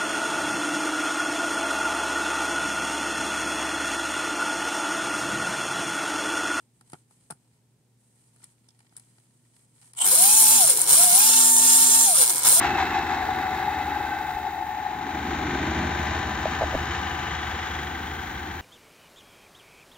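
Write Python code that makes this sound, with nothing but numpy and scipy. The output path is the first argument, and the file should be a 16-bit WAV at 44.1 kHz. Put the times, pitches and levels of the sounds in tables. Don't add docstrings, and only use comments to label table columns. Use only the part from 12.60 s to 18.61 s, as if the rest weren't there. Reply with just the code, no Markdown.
import sys
import numpy as np
from scipy import signal
from scipy.fft import rfft, irfft
from scipy.io import wavfile
from scipy.ndimage import uniform_filter1d

SR = 44100
rng = np.random.default_rng(int(sys.argv[2]) if len(sys.argv) > 2 else 0)


def waveform_to_disk(signal):
    frames = np.transpose(np.atleast_2d(signal))
    scaled = np.clip(frames, -1, 1) * 32767
    samples = np.round(scaled).astype(np.int16)
    wavfile.write(sys.argv[1], SR, samples)


N = 265041
TIME_S = np.arange(N) / SR
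FREQ_HZ = np.maximum(np.arange(N // 2 + 1) * SR / N, 1)
LEFT_RIGHT = np.array([[1], [-1]])

FIRING_HZ, CYLINDERS = 74.95, 6
CYLINDER_DB = [4, -1.5, 3, 4, 0, -1]
# [peak_s, cabinet_gain_db, clatter_gain_db]; half-length to 1/e
SURGES = [(.052, 5, 5.5), (.207, 7.5, 5), (0.37, 6.5, 4), (0.531, 6, 2.5)]
SURGE_S = 0.028
REPEAT_START, REPEAT_SETTLED, SETTLE_S = 0.05, 0.71, 0.7

# [time_s, back_m, side_m], side along the housing
WALK = [(0, 0, 0.34), (.5, 0.27, 0), (1.5, 0.58, 0.21), (2.2, 1.23, 0.74), (3.3, 1.83, 0),
        (4.2, 1.943, 0.16), (4.95, 2.03, 0.46), (5.4, 1.925, 1.04), (6, 2, 1.56)]
YARD_FROM_M, YARD_EDGE_M = 1.394, 0.088

# [freq_hz, density_db_per_hz]
CLATTER_DOOR = [(500, -46), (950, 1.5), (1130, 1.5), (1230, -1.5), (1520, 0), (2050, 2), (2400, -8.5),
                (3000, -12), (3900, -10.5), (5000, -20.5), (7500, -21.5), (12000, -93)]
CLATTER_YARD = [(500, -36.5), (950, 4.5), (1200, 2.5), (1400, 2.5), (1900, 5), (2600, -2.5), (3400, -5),
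                (3900, -5), (4900, -16), (6800, -11), (8500, -31), (12000, -107)]
# [freq_hz, width_hz, door_db, yard_db]
COVERS = [(1555, 67, -6, -14.5), (2580, 39, 2, -17), (3240, 46, -11, -13), (3730, 340, -8.5, -33)]
# [freq_hz, share_0_to_1]
CLATTER_SCATTER = [(1200, .1), (2000, .19), (3500, .26)]
# [freq_hz, left_minus_right_db]
CLATTER_SHADE = [(1100, 1.6), (2000, 0.8), (4000, -0.5)]
# [door_db, back_loss_db_per_m, yard_db, side_loss_db_per_m]
CLATTER_LEVEL = (-28.5, 12, -32.5, 4.6)
# [door_db, back_loss_db_per_m, yard_db, side_loss_db_per_m]
CLATTER_PAN = (.3, .3, 2.2, 0.92)

# [freq_hz, width_hz, door_db, yard_db]
CABINET = [(794, 84, -0.5, -6.5), (849, 124, 4.5, 1), (1000, 76, -57, -12)]
# [door_db, back_loss_db_per_m, yard_db, side_loss_db_per_m]
CABINET_LEVEL = (-29.1, 6, -34.2, 3.9)
# [door_db, back_loss_db_per_m, yard_db, side_loss_db_per_m]
CABINET_PAN = (5, -1, 7.5, -0.5)
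# [back_m, side_m, width_m, gain_db]
RING_SPOT = (-3.7, 3.5, 2.5, -6)
DOOR_TURN_RAD, SIDE_TURN_RAD = 0.14, 1
# [pitch_hz, peak_s, half_length_s, level_db]
PANELS_DOOR = [(749.4, 0.88, 0.5, -35.5), (766, 0.96, 0.25, -39), (738, 1.95, .4, -41),
               (812, 1.4, 1.2, -41), (825, .9, .7, -42), (852.5, 1.15, 0.7, -39.5), (848, 2.26, .3, -36.5),
               (875, 1.7, .9, -42)]
# [pitch_hz, level_db]
PANELS_YARD = [(775, -4), (850, 5), (1000, -0.5), (1175, -3), (1275, -7), (1537.5, -0.5), (1575, -4.5),
               (1612.5, -6.5), (1687.5, -1.5), (1787.5, -8.5), (2337.5, -5)]
# [start_s, peak_db]
CLANGS = [(.047, -17), (.198, -24), (.228, -23), (.366, -24), (.686, -22), (.766, -31), (.999, -23),
          (1.079, -18), (1.319, -23.5), (1.356, -26), (1.4, -23), (1.867, -24), (1.978, -23), (2.261, -26)]
CLANG_HZ, CLANG_RISE_S, CLANG_DECAY_S = 811, 0.0051, 0.0034
# [freq_hz, width_hz, peak_s, half_length_s, level_db]
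BUZZES = [(350, 64, 0.082, 0.44, -38), (2607, 100, 0.11, 0.35, -41.5), (2600, 26, 1.3, 0.75, -51.5),
          (284, 38, 1.28, 0.23, -42.5), (1546, 59, 1.5, 0.33, -40), (1785, 320, 2.2, 0.88, -45.5),
          (635, 63, 3.34, 0.8, -44.5), (2970, 200, 4.5, 0.5, -46), (3310, 170, 5.06, 0.74, -47),
          (1850, 800, 4.9, .7, -40.5), (1598, 150, 5.6, 0.7, -44.5)]

# [pitch_hz, level_db]
HUM = [(62.5, -10.5), (75, 1.5), (87.5, -6), (125, -10), (150, -11.5), (225, -18), (300, -17), (337.5, -16),
       (350, -8)]
# [time_s, level_db]
HUM_LEVEL = [(0, -47), (.25, -44), (1, -44.5), (1.4, -44), (2.3, -51), (2.7, -38), (3.05, -34),
             (3.5, -32.5), (3.8, -38.5), (4.15, -34.5), (4.5, -37), (5.2, -39), (5.55, -42.5), (5.9, -39.5)]
# [freq_hz, density_db_per_hz]
AIR_DOOR = [(25, -6), (55, 7.5), (100, 7.5), (220, 7), (340, 14), (420, 9), (500, -3), (680, 6.5),
            (1000, -91)]
AIR_YARD = [(25, -10), (55, 19), (105, 15), (200, 12.5), (340, 10), (470, 9.5), (600, 1), (750, 11),
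            (1100, -73)]
# [door_db, back_loss_db_per_m, yard_db, side_loss_db_per_m]
AIR_LEVEL = (-33, 12.5, -37.5, 4)
DRAUGHT_M, DRAUGHT_WIDTH_M, DRAUGHT_DB = 1.637, 0.26, -31.5
# [time_s, level_db]
TURBO = [(0, -87), (2.5, -80), (2.8, -65), (3, -70), (3.3, -63.5), (4.05, -64.5), (4.4, -57.5), (4.8, -67),
         (5.2, -65), (6, -74)]
TURBO_HZ, TURBO_WIDTH_HZ = 5198, 38
# [freq_hz, density_db_per_hz]
HISS = [(3000, -25), (6500, -2), (9000, 1), (11000, -1), (12500, 3), (15500, 2.5)]
# [freq_hz, share_0_to_1]
HISS_DIFFUSE = [(6500, .2), (8500, .004), (11300, .004), (12300, .3), (15500, .25)]
# [door_db, back_loss_db_per_m, yard_db, side_loss_db_per_m]
HISS_LEVEL = (-47, 3.5, -52.5, -1)

# [start_s, ring_hz, ring_db, thud_db]
KNOCKS = [(3.856, 640, -7, -36), (3.864, 660, -18, -26), (4.0105, 735, -10, -30), (4.019, 625, -7, -25),
          (4.027, 726, -11.5, -29), (4.0363, 656, -9, -22), (4.129, 644, -19, -33), (4.142, 610, -14, -29),
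          (4.1495, 630, -7.5, -17)]
KNOCK_GRIT_DB, KNOCK_TAIL_DB, KNOCK_TAIL_S = -14.5, -23, 0.0093
# [peak_s, half_length_s, centre_hz, level_db]
SCUFFS = [(0.76, 0.0063, 13900, -53), (1.754, 0.03, 49.5, -41.5), (3.22, .15, 205, -35),
          (4.106, 0.11, 51, -43), (4.15, 0.02, 270, -32)]
PORT_LAG_S, MONO_BELOW_HZ, TOP_HZ = 5.1e-5, 500, 15750


def clatter(cycle, place, repeat):
    share = np.interp(FREQ_HZ, *np.transpose(CLATTER_SCATTER))
    direct = filtered(two_ports(rattle(cycle, repeat)), np.sqrt(1 - share))
    scattered = filtered(rng.standard_normal((2, N)), np.sqrt(share))
    ports = filtered(direct + scattered, shape(CLATTER_SHADE) ** (LEFT_RIGHT / 2))
    ports = ports * firings(cycle, decay=0.7, between=0.65) * undb(0.6 * walk(25))
    door_covers = sum(undb(db) * resonance(hz, width) for hz, width, db, _ in COVERS)
    yard_covers = sum(undb(db) * resonance(hz, width) for hz, width, _, db in COVERS)
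    door = filtered(ports, shape(CLATTER_DOOR) * (1 + door_covers))
    yard = filtered(ports, shape(CLATTER_YARD) * (1 + yard_covers))
    return blend(unit(door), unit(yard), place)


def rattle(cycle, repeat, count=5):
    size = int(SR * CYLINDERS / FIRING_HZ)
    patterns = rng.standard_normal((count, size))[:, (cycle % 1 * size).astype(int)]
    step = TIME_S / TIME_S[-1] * (count - 1)
    nearness = np.maximum(1 - abs(step - np.arange(count)[:, None]), 0)
    repeated = np.sum(patterns * np.sqrt(nearness), axis=0)
    return blend(rng.standard_normal(N), repeated, repeat)


def firings(cycle, decay, between):
    count = cycle * CYLINDERS
    age = count % 1
    strength = undb(CYLINDER_DB)[count.astype(int) % CYLINDERS]
    return unit(between + strength * (1 - np.exp(-age / 0.22)) * np.exp(-age / decay))


def surges():
    peak_s, ring_db, clatter_db = np.transpose(SURGES)
    swells = passing(peak_s[:, None], SURGE_S)
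    return ring_db @ swells, clatter_db @ swells


def cabinet(cycle, place, repeat):
    drive = blend(rattle(cycle, repeat), strokes(cycle, repeat), .5)
    ports = drive + undb(-18.0) * LEFT_RIGHT * rattle(cycle, repeat)
    band = shape([(450, -27), (640, -20.5), (730, 13.0), (900, 4.5), (1400, -42.0)])
    door_modes = sum(undb(db) * abs(resonance(hz, width)) for hz, width, db, _ in CABINET)
    yard_modes = sum(undb(db) * abs(resonance(hz, width)) for hz, width, _, db in CABINET)
    door = unit(filtered(ports, band * door_modes))
    yard = unit(filtered(ports, band * yard_modes))
    panels = tones(cycle, PANELS_YARD, waver_db=2.0, spread=0.65)
    return blend(door, blend(yard, panels, 0.75 * repeat), place)


def strokes(cycle, repeat):
    count = (cycle * CYLINDERS).astype(int)
    at = np.flatnonzero(np.diff(count))
    late, size_db = rng.standard_normal((len(at), 2)).T
    jitter_s = .0004 * (1 - repeat[at])
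    hit = np.clip(at + (late * jitter_s * SR).astype(int), 0, N - 1)
    cylinder_db = .5 * np.array(CYLINDER_DB)[count[at] % CYLINDERS]
    out = np.zeros(N)
    out[hit] = undb(cylinder_db + size_db)
    return unit(out)


def door_panels(cycle):
    out = 0
    for hz, peak_s, length_s, db in PANELS_DOOR:
        tone = tones(cycle, [(hz, 0)], waver_db=1.6, spread=0.2)
        out = out + tone * undb(db + 2.2 * walk(45)) * passing(peak_s, length_s)
    return out


def clangs():
    out = np.zeros(N)
    for start_s, db in CLANGS:
        age_s = np.maximum(TIME_S - start_s, 0)
        hz = CLANG_HZ * (1 + 0.022 * rng.standard_normal())
        envelope = (1 - np.exp(-age_s / CLANG_RISE_S)) ** 2 * np.exp(-age_s / CLANG_DECAY_S)
        out += undb(db) * envelope / envelope.max() * np.sin(2 * np.pi * hz * age_s)
    return out


def buzzes(cycle):
    turn = 2 * cycle % 1
    chatter = rattle(cycle, .55) * (.3 + np.exp(-turn / .2))
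    out = 0
    for hz, width_hz, peak_s, length_s, db in BUZZES:
        buzz = unit(filtered(chatter, resonance(hz, width_hz) ** 2))
        out = out + buzz * undb(db) * passing(peak_s, length_s)
    return out


def hum(cycle):
    return tones(cycle, HUM, waver_db=1.0, spread=0) * undb(curves(HUM_LEVEL)[0])


def tones(cycle, rows, waver_db, spread):
    out = 0
    for hz, db in rows:
        multiple = np.round(hz * CYLINDERS / FIRING_HZ)
        phase = 2 * np.pi * (multiple * cycle + rng.random()) + spread * walk(0.79) * LEFT_RIGHT
        out = out + undb(db + waver_db * walk(4.29)) * np.sin(phase)
    return unit(out)


def cooling_air(cycle, place):
    flow = rattle(cycle, 0.23) * undb(0.2 * walk(11))
    door = unit(filtered(flow, shape(AIR_DOOR)))
    yard = unit(filtered(flow, shape(AIR_YARD)))
    return blend(door, yard, place)


def draught(back_m):
    roar = shape([(70, -28.5), (130, 5), (220, 10.5), (330, 12.5), (440, -2), (650, -88)])
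    inside = np.exp(-((back_m - DRAUGHT_M) / DRAUGHT_WIDTH_M) ** 2)
    return unit(filtered(rng.standard_normal(N), roar)) * inside * undb(DRAUGHT_DB)


def turbo():
    whistle = unit(filtered(rng.standard_normal(N), resonance(TURBO_HZ, TURBO_WIDTH_HZ) ** 2))
    return whistle * undb(curves(TURBO)[0])


def hiss(cycle):
    share = np.interp(FREQ_HZ, *np.transpose(HISS_DIFFUSE))
    direct = lagged(filtered(rng.standard_normal(N), shape(HISS) * np.sqrt(1 - share)))
    diffuse = filtered(rng.standard_normal((2, N)), shape(HISS) * np.sqrt(share))
    return unit(direct + diffuse) * firings(cycle, decay=.4, between=1.3) * undb(1.1 * walk(23))


def handling():
    out = np.zeros(N)
    grit = unit(filtered(rng.standard_normal(N), resonance(770, 310) ** 2))
    for start_s, hz, ring_db, thud_db in KNOCKS:
        age_s = np.maximum(TIME_S - start_s, 0)
        contact = np.exp(-age_s / .0022) - np.exp(-age_s / .0007)
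        tone = np.sin(2 * np.pi * hz * age_s)
        ring = (tone + undb(KNOCK_GRIT_DB) * grit) * contact
        tail = undb(KNOCK_TAIL_DB) * tone * np.exp(-age_s / KNOCK_TAIL_S)
        thud = np.sin(2 * np.pi * 58 * age_s) * np.exp(-age_s / 0.0071)
        out += undb(ring_db) * (ring + tail) + undb(thud_db) * thud
    for peak_s, length_s, hz, db in SCUFFS:
        rub = unit(filtered(rng.standard_normal(N), resonance(hz, hz / 2) ** 2))
        out += rub * undb(db) * passing(peak_s, length_s)
    return out


def two_ports(x, count=7):
    knots_hz = np.arange(0, SR / 2, 170)
    depth = np.interp(knots_hz, [600, 1500, 3400, 5000], [.1, .35, .5, .25])

    def port_curves():
        draws = depth * rng.standard_normal((2, len(knots_hz)))
        return np.array([np.interp(FREQ_HZ, knots_hz, draw) for draw in draws])

    spectrum, out = rfft(lagged(x)), 0
    for step in range(count):
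        turn, ripple = port_curves(), port_curves()
        nearness = np.maximum(1 - abs(TIME_S / TIME_S[-1] * (count - 1) - step), 0)
        out = out + nearness * irfft(spectrum * np.exp(.5 * ripple + 1j * turn), N)
    return out


def lagged(x):
    lag_s = PORT_LAG_S * (FREQ_HZ > MONO_BELOW_HZ)
    return filtered(x, np.exp(1j * np.pi * FREQ_HZ * lag_s * LEFT_RIGHT))


def turned(x, radians):
    return np.real(signal.hilbert(x) * np.exp(.5j * radians * LEFT_RIGHT))


def along_walk(rule, back_m, side_m, place):
    door_db, back_db_per_m, yard_db, side_db_per_m = rule
    return (1 - place) * (door_db - back_db_per_m * back_m) + place * (yard_db - side_db_per_m * side_m)


def spot(back_m, side_m, rule):
    at_back_m, at_side_m, width_m, db = rule
    distance_squared = (back_m - at_back_m) ** 2 + (side_m - at_side_m) ** 2
    return db * np.exp(-distance_squared / width_m ** 2)


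def passing(peak_s, length_s):
    return np.exp(-((TIME_S - peak_s) / length_s) ** 2)


def walk(rate_hz):
    hold = int(SR / rate_hz)
    held = np.repeat(rng.standard_normal(N // hold + 1), hold)
    return 1.29 * uniform_filter1d(uniform_filter1d(held, hold), hold)[:N]


def curves(rows):
    time_s, *columns = np.transpose(rows)
    return [np.interp(TIME_S, time_s, column) for column in columns]


def shape(points):
    hz, db = np.transpose(points)
    return undb(np.interp(np.log(FREQ_HZ), np.log(hz), db))


def resonance(hz, width_hz):
    return 1 / (1 + 1j * (FREQ_HZ / hz - hz / FREQ_HZ) * hz / width_hz)


def filtered(x, response):
    return irfft(rfft(x) * response, N)


def blend(a, b, share):
    share = np.clip(share, 0, 1)
    return np.sqrt(1 - share) * a + np.sqrt(share) * b


def undb(db):
    return 10 ** (np.asarray(db) / 20)


def unit(x):
    return x / np.sqrt(np.mean(x ** 2))


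def scene():
    back_m, side_m = curves(WALK)
    place = .5 + .5 * np.tanh((back_m - YARD_FROM_M) / YARD_EDGE_M / 2)

    def heard(rule):
        return along_walk(rule, back_m, side_m, place)

    repeat = REPEAT_SETTLED + (REPEAT_START - REPEAT_SETTLED) * np.exp(-(TIME_S / SETTLE_S) ** 2)
    firing_hz = FIRING_HZ * (1 + 0.000393 * walk(3))
    cycle = np.cumsum(firing_hz) / CYLINDERS / SR + .2
    ring_surge_db, clatter_surge_db = surges()

    clatter_db = heard(CLATTER_LEVEL) + clatter_surge_db + LEFT_RIGHT * heard(CLATTER_PAN) / 2
    out = clatter(cycle, place, repeat) * undb(clatter_db)

    cabinet_db = heard(CABINET_LEVEL) + ring_surge_db + spot(back_m, side_m, RING_SPOT)
    ring = cabinet(cycle, place, repeat) * undb(cabinet_db) + door_panels(cycle) + clangs()
    turn_rad = DOOR_TURN_RAD + SIDE_TURN_RAD * place * np.tanh(2 * side_m)
    out += turned(ring, turn_rad) * undb(LEFT_RIGHT * heard(CABINET_PAN) / 2)

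    out += lagged(buzzes(cycle) + turbo())
    out += hum(cycle)
    out += cooling_air(cycle, place) * undb(heard(AIR_LEVEL)) + draught(back_m)
    out += hiss(cycle) * undb(heard(HISS_LEVEL))
    return out + handling()


def record(dry):
    low_cut = signal.butter(2, 30, "high", fs=SR, output="sos")
    top_cut = signal.ellip(10, .2, 80, TOP_HZ, fs=SR, output="sos")
    return signal.sosfilt(top_cut, signal.sosfilt(low_cut, dry))


dry = scene()
out = record(dry)
waveform_to_disk(out)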